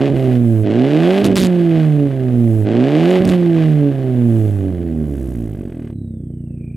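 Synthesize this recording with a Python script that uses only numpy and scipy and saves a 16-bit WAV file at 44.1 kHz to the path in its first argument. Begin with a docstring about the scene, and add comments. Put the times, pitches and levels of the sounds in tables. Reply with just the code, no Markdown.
"""A four-cylinder car, heard from behind its exhaust on snow, revs, falls back and sinks to idle.
Each firing sends a pulse down the pipe, which booms when the pulses match one of its own pitches.
The exhaust tips rasp under throttle, burble and crack when it is lifted, and hiss with the gas flow.
At idle a thin whistle glides down. Faint outdoor air lies behind it all."""
import sys
import numpy as np
from scipy import signal
from scipy.fft import irfft
from scipy.io import wavfile
from scipy.ndimage import uniform_filter1d

SR = 44100
rng = np.random.default_rng(int(sys.argv[2]) if len(sys.argv) > 2 else 0)


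def output_pcm(signal):
    """Save a mono or channel-first signal as 16-bit PCM at the path in sys.argv[1].

    Samples are clipped to [-1, 1] before scaling.
    """
    pcm = np.clip(np.atleast_2d(signal).T, -1, 1) * 32767
    wavfile.write(sys.argv[1], SR, np.round(pcm).astype(np.int16))


N = 298116
TIME = np.arange(N) / SR
BINS = np.fft.rfftfreq(16384, 1 / SR)  # the pitches at which filters are set, in Hz


# The pitches the pipe rings at (standing waves): pitch_hz, width_hz, relative_db
PIPE_RINGS = [(65.3, 31, -10.5), (109, 34, -6), (152, 24.3, -8), (180.5, 42, -12.5), (235.1, 26.5, -3),
              (285.3, 14.5, -5), (333.1, 45.6, -7.5), (384.5, 19, -10.5), (427, 26.7, -12.5),
              (503.5, 64, -13.5), (565, 34, -17), (641, 73.7, -21), (753, 79, -28.5), (798, 250, -38)]
def pipe_gain(state, leak_db=-44, notch_hz=508, notch_width_hz=15, notch_depth=0.98, top_hz=1700):
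    """The pipe as a filter: it rings, lets a little straight through, and its silencer swallows a pitch."""
    cool_hz = BINS / state["stretch"]
    rings = sum(amp(db) ** 2 / (1 + (2 * (cool_hz - hz) / (width * state["widen"])) ** 2) ** 2
                for hz, width, db in PIPE_RINGS)
    pipe = np.sqrt(rings + amp(leak_db) ** 2)
    pipe *= 1 - notch_depth / (1 + ((BINS - notch_hz) / notch_width_hz) ** 2)
    return pipe / np.sqrt((1 + (BINS / top_hz) ** 8) * (1 + (state["low_cut_hz"] / (BINS + 1)) ** 4))


def exhaust_note(count, strength, suck=0.53, swirl=0.045, rough_swirl=0.55, stumble_db=-2, burn_db=2):
    """The main boom: one push of pressure per firing, mixed with swirling gas, rings the pipe."""
    coasting = shares()[0]
    cycle = np.cos(2 * np.pi * count)
    softness = setting("softness") + 0.44 * octaves() * coasting - 0.8 * afterburn()
    r = amp(-np.maximum(softness, .5))  # size of each overtone next to the one below
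    pulse = 1 / (1 - 2 * r * cycle + r ** 2) - 1 / (1 + r) ** 2
    pulse *= (1 - r ** 2) / r  # keeps the lowest tone equally loud at any softness
    mean = 2 / (1 + r)
    eddies = colour(noise(), spectrum([(30, 1), (120, 9), (350, 25.3), (700, 22.5), (1500, 2)]))
    gusts = np.sqrt(.25 + abs(pulse) / mean)
    suction = suck * coasting * cycle  # a shut throttle pumps the gas smoothly to and fro
    drive = (pulse - mean) * strength + suction + (swirl + rough_swirl * roughness()) * eddies * gusts
    drive *= amp(level("note") + stumble_db * stumbling() + burn_db * afterburn())
    return sum(colour(drive * share, pipe_gain(state)) for share, state in zip(shares(), STATES))


# How each cylinder differs at full imbalance, in firing order: extra_strength, late_firings
CYLINDER_QUIRKS = [(0.08, 0.032), (-0.16, -.08), (-0.16, 0.095), (0.063, -0.042)]
def firings(scatter=0.42, jitter=0.14):
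    """A running count of firings and their strength; uneven cylinders and rough burning upset both."""
    imbalance, rough = setting("imbalance"), roughness()
    count = np.cumsum(firing_hz()) / SR + 0.15
    beats = np.arange(int(count[-1]) + 3)
    timing_luck, strength_luck = rng.standard_normal((len(beats), 2)).T
    extra, late = np.array(CYLINDER_QUIRKS)[beats % len(CYLINDER_QUIRKS)].T
    wobble = jitter * rough * np.interp(count, beats, timing_luck)
    count = count - imbalance * np.interp(count, beats, late) + wobble
    nearest = np.round(count).astype(int)
    return count, 1 + imbalance * extra[nearest] + scatter * rough * strength_luck[nearest]


# How fast the engine runs: time_s, firing_rate_hz
ENGINE_SPEED = [(0.0, 135), (0.08, 141.7), (0.14, 135.5), (0.66, 103.7), (0.69, 102.6), (0.78, 122.3),
                (1.0, 162.9), (1.13, 190.6), (1.23, 205.8), (1.3, 193.8), (1.8, 158.0), (2.2, 129.3),
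                (2.66, 103.0), (2.78, 120.8), (3.11, 183.2), (3.24, 186.7), (3.9, 138.4), (4.3, 114.6),
                (4.8, 86.37), (5.4, 57.76), (5.75, 41.03), (5.95, 34.6), (6.25, 29.63), (6.76, 29.27)]
MID_HZ = 100
def firing_hz():
    """Firings per second at each moment."""
    return curves(ENGINE_SPEED)[0]


def octaves():
    """Engine speed in octaves (doublings) above MID_HZ."""
    return np.log2(firing_hz() / MID_HZ)


# Each stab of the throttle: pressed_s, lifted_s, stumble_end_s, afterburn_end_s
THROTTLE_STABS = [(-0.1, 0.095, 0.15, 0.375), (0.642, 1.212, 1.44, 1.33), (2.652, 3.19, 3.31, 3.36)]
def shares(idle_from_s=5.93):
    """How much the engine is coasting, pulling and idling, each from 0 to 1."""
    pulling = sum(during(pressed, lifted) for pressed, lifted, _, _ in THROTTLE_STABS)
    idling = during(idle_from_s, np.inf)  # fuel returns to hold the idle
    return 1 - pulling - idling, pulling, idling


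def stumbling():
    """1 while the firing is ragged, just after the throttle lifts."""
    return sum(during(lifted, end) for _, lifted, end, _ in THROTTLE_STABS)


def afterburn():
    """1 while unburnt fuel burns in the pipe after the throttle lifts."""
    return sum(during(lifted, end) for _, lifted, _, end in THROTTLE_STABS)


def roughness():
    """How unevenly the fuel burns: most after a lift, and more as the engine coasts to a crawl."""
    return setting("rough") + 0.42 * stumbling() + 0.14 * shares()[0] * np.maximum(-octaves(), 0)


# The engine's states. _db: relative level at MID_HZ; _slope: dB gained per octave of speed;
# softness: dB lost per overtone; imbalance, rough: 0-1; low_cut_hz: burning firings lack bass;
# stretch, widen: factors by which hot, fast gas raises and widens the pipe's rings
COASTING = dict(note_db=-14, note_slope=8.6, softness=1.52, imbalance=0.17, rough=.08, stretch=1.005, widen=0.99, low_cut_hz=10, rasp_db=-51, rasp_slope=13.76, stream_db=-61, stream_slope=7.7)
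PULLING = dict(note_db=-11, note_slope=5.2, softness=1.0, imbalance=.42, rough=0.032, stretch=1.061, widen=1.56, low_cut_hz=167, rasp_db=-38.5, rasp_slope=7.87, stream_db=-65, stream_slope=18)
IDLING = dict(note_db=-16.5, note_slope=0, softness=2.3, imbalance=0.053, rough=0.042, stretch=0.96, widen=1, low_cut_hz=120, rasp_db=-76, rasp_slope=0, stream_db=-97, stream_slope=0)
STATES = [COASTING, PULLING, IDLING]
def setting(name):
    """One engine setting, blended as the state changes."""
    return sum(share * state[name] for share, state in zip(shares(), STATES))


def level(layer):
    """A layer's base level in dB, following the engine's state and speed."""
    return setting(layer + "_db") + setting(layer + "_slope") * octaves()


# The tone of the rasp: pitch_hz, relative_db
RASP_TONE = [(300, -12), (700, 9), (1000, -3), (1400, -3), (1700, -1), (2400, -6.5), (3200, -9),
             (4200, -18.5), (5500, -25.5), (8000, -28.5), (16000, -53)]
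def rasp(count, strength, puff_s=0.0032, between=0.15, lag=0.089, scatter_db=3, boost_db=4):
    """Each firing blows a puff of churning gas out of the tips."""
    beat, phase = np.divmod(count + 1 - lag, 1)
    age_s = phase / firing_hz()
    size = amp(scatter_db * noise()[beat.astype(int)]) * np.sqrt(abs(strength))
    puffs = noise() * (between + size * np.exp(-age_s / puff_s))
    return amp(rasp_level() + boost_db) * steady(colour(puffs, spectrum(RASP_TONE) * tailpipe()))


def rasp_level(chuff_db=-55, burn_db=6, stumble_db=-4, flare_hz=159, flare_width_hz=5, flare_db=5):
    """Rasp in dB grows with speed and fuel; coasting, it flares at one speed and keeps a dry chuff."""
    coasting = shares()[0]
    flare = flare_db * np.exp(-((firing_hz() - flare_hz) / flare_width_hz) ** 2)
    db = level("rasp") + burn_db * afterburn() + coasting * flare + stumble_db * stumbling()
    return 20 * np.log10(np.hypot(amp(db), coasting * amp(chuff_db)))


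def tailpipe(round_trip_hz=454, echo=0.2):
    """A flipped echo from the open tip lifts evenly spaced bands of pitch."""
    return 1 / abs(1 + echo / (1 + (BINS / 4000) ** 2) * np.exp(2j * np.pi * BINS / round_trip_hz))


# The tone of the shock fronts: pitch_hz, relative_db
SHOCK_TONE = [(500, -7.5), (900, 4.5), (1500, 4.5), (3000, 6), (5000, -9), (6200, -17), (9000, -23.5),
              (16000, -50.5)]
def shocks(count, strength, scatter_db=4, shock_db=-40, full_rasp_db=-38, steepening=1.56):
    """Strong pulses steepen along the pipe into sharp clicks, which grow faster than the rasp."""
    fronts = np.diff(np.floor(count), prepend=0) * strength * amp(scatter_db * noise())
    level_db = shock_db + steepening * (rasp_level() - full_rasp_db)
    return amp(level_db) * steady(colour(fronts, spectrum(SHOCK_TONE) * tailpipe()))


# Bursts of unburnt fuel cracking in the pipe: start_s, length_s, relative_db, fade_db
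CRACK_VOLLEYS = [(1.239, 0.03798, -22, -9.5), (1.354, 0.118, -21, -9), (3.104, 0.065, -35, -21),
                 (3.251, 0.0061, -26, 0), (3.274, 0.055, -33, -5)]
# The tone of a crack: pitch_hz, gain_db
CRACK_TONE = [(400, -1), (1500, 0), (3500, 3.5), (6000, -3.5), (9000, -6), (13000, -13), (16000, -27)]
def cracks(count, scatter_db=2, spit_s=0.00077, tail_s=0.01, tail=0.11, snap=3, trim_db=-3, size=900):
    """One crack per firing through each volley: a sharp snap with a short spit of noise behind it."""
    out, t = np.zeros(N + size), np.arange(size) / SR
    firing_s = np.flatnonzero(np.diff(np.floor(count)) > 0) / SR
    decay = np.exp(-t / spit_s) + tail * np.exp(-t / tail_s)
    for start, length, db, fade_db in CRACK_VOLLEYS:
        for s in firing_s[(firing_s >= start) & (firing_s < start + length)]:
            burst = rng.standard_normal(size) * decay + snap * (t == 0)
            level_db = db + trim_db + fade_db * (s - start) / length + scatter_db * rng.standard_normal()
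            out[int(s * SR):][:size] += amp(level_db) * unit(burst)
    return colour(out[:N], spectrum(CRACK_TONE))


# The tone of the escaping gas: pitch_hz, relative_db
HISS_TONE = [(1000, 2), (4500, -8.5), (7000, -1), (9500, 1), (12000, 0.5), (13800, -2.5), (14800, -10.5),
             (16000, -26)]
def hiss(count, lag=0.41, surge_db=-39, surge_slope=-8, burn_db=7, least_db=-77, trim_db=-1.5):
    """Gas streams from the tips; while coasting, it surges when the firings match a ring of the pipe."""
    hz = firing_hz()
    stream = amp(level("stream") + burn_db * (afterburn() - stumbling()) + trim_db)
    ringing = np.interp(hz, BINS, pipe_gain(COASTING))
    surge = shares()[0] * amp(surge_db + surge_slope * octaves()) * ringing ** 1.85
    throb = 0.54 * (MID_HZ / hz) ** 0.47  # slow firings come as separate spurts
    flow = noise() * np.exp(throb * np.cos(2 * np.pi * (count - lag)))
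    loudness = np.sqrt(stream ** 2 + surge ** 2 + amp(least_db) ** 2)
    return loudness * steady(colour(flow, spectrum(HISS_TONE)))


# The path of the whistle: time_s, pitch_hz, level_db
WHISTLE_GLIDE = [(5.3, 4999, -100), (5.65, 4700, -78), (5.85, 4400, -109), (5.95, 3970, -72),
                 (6.08, 3855, -72), (6.2, 3410, -80.5), (6.42, 2870, -79), (6.63, 2410, -59),
                 (6.76, 2400, -59)]
def whistle(count, width_hz=85, flutter=0.48):
    """A breathy whistle flutters with the firings and sinks as the engine settles."""
    hz, db = curves(WHISTLE_GLIDE)
    blur = 1 / (1 + (BINS / width_hz) ** 2)
    breath = colour(noise(), blur) + 1j * colour(noise(), blur)
    tone = (breath * np.exp(2j * np.pi * np.cumsum(hz) / SR)).real  # slides the noise up to the pitch
    return amp(db) * unit(tone * (1 + flutter * np.cos(2 * np.pi * count)))


def whine(pitch_hz=8350, level_db=-72, start_s=5.6):
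    """A faint, steady high tone comes in near idle."""
    return amp(level_db) * during(start_s, np.inf) * unit(np.sin(2 * np.pi * pitch_hz * TIME))


# The tone of the background: pitch_hz, relative_db
AIR_TONE = [(20, -16.5), (100, -2), (300, -19), (700, -41), (2000, -34.5), (5000, -54), (9000, -40),
            (16000, -47)]
def outdoor_air(level_db=-60):
    """A quiet, even rumble."""
    return amp(level_db) * unit(colour(noise(), spectrum(AIR_TONE)))


def amp(db):
    """Decibels to gain."""
    return 10 ** (np.asarray(db) / 20)


def curves(rows):
    """Every column of a timed table, at every sample."""
    s, *columns = np.transpose(rows)
    return [np.interp(TIME, s, c) for c in columns]


def during(start, end, ramp_s=0.029):
    """1 between two times, with short ramps."""
    return np.clip(np.minimum(TIME - start, end - TIME) / ramp_s + .5, 0, 1)


def spectrum(points):
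    """A filter's gains from (pitch_hz, gain_db) points."""
    hz, db = np.transpose(points)
    return amp(np.interp(np.log(BINS + 1), np.log(hz), db))


def colour(x, gain):
    """Filters a sound so that it rings after a pulse, never before."""
    log_gain = np.log(np.maximum(gain, gain.max() * 1e-5))
    mirrored = np.r_[log_gain, log_gain[-2:0:-1]]
    response = np.fft.ifft(np.exp(np.conj(signal.hilbert(mirrored)))).real
    return signal.oaconvolve(x, response[:len(BINS)])[:N]


def unit(x):
    """Scales the average level (rms) to 1."""
    return x / np.sqrt(np.mean(x ** 2) + 1e-20)


def steady(x, size=1500):
    """Holds the running level at 1 and keeps the pulses."""
    return x / np.sqrt(smooth(x ** 2, size) + 1e-12)


def smooth(power, size):
    """Averages twice over size samples."""
    return abs(uniform_filter1d(uniform_filter1d(power, size), size))


def noise():
    """White noise."""
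    return rng.standard_normal(N)


# Which side is louder: pitch_hz, left_minus_right_db
SIDE_BALANCE = [(60, -4), (110, -7), (200, -4), (380, -4), (700, 2), (1300, 0)]
# How much of that applies: time_s, share
SIDE_AMOUNT = [(0, 1), (5.2, 0.87), (5.7, 0.34), (6.1, 0.21)]
def scene():
    """The car and the air in stereo. Snow gives no echo; the bass leans right, less so towards idle."""
    count, strength = firings()
    car = exhaust_note(count, strength) + rasp(count, strength) + shocks(count, strength)
    mid = car + cracks(count) + hiss(count) + whistle(count) + whine() + outdoor_air()
    ratio = spectrum(SIDE_BALANCE)
    lean = np.fft.fftshift(irfft((ratio - 1) / (ratio + 1)))[1:]
    side = curves(SIDE_AMOUNT)[0] * signal.oaconvolve(mid, lean, "same")
    return np.array([mid + side, mid - side])


def record(dry, limit_db=-10, top_hz=15900):
    """A limiter holds loud moments down and rounds off peaks; then the highest treble is cut."""
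    power = smooth((dry ** 2).mean(0), size=700)
    held = dry / np.maximum(np.sqrt(power) / amp(limit_db), 1)
    rounded = held / (1 + held ** 8) ** (1 / 8)
    treble_cut = signal.firwin(511, top_hz, window=("kaiser", 9), fs=SR)
    return signal.oaconvolve(rounded, treble_cut[None], "same")


dry = scene()
out = record(dry)
output_pcm(out)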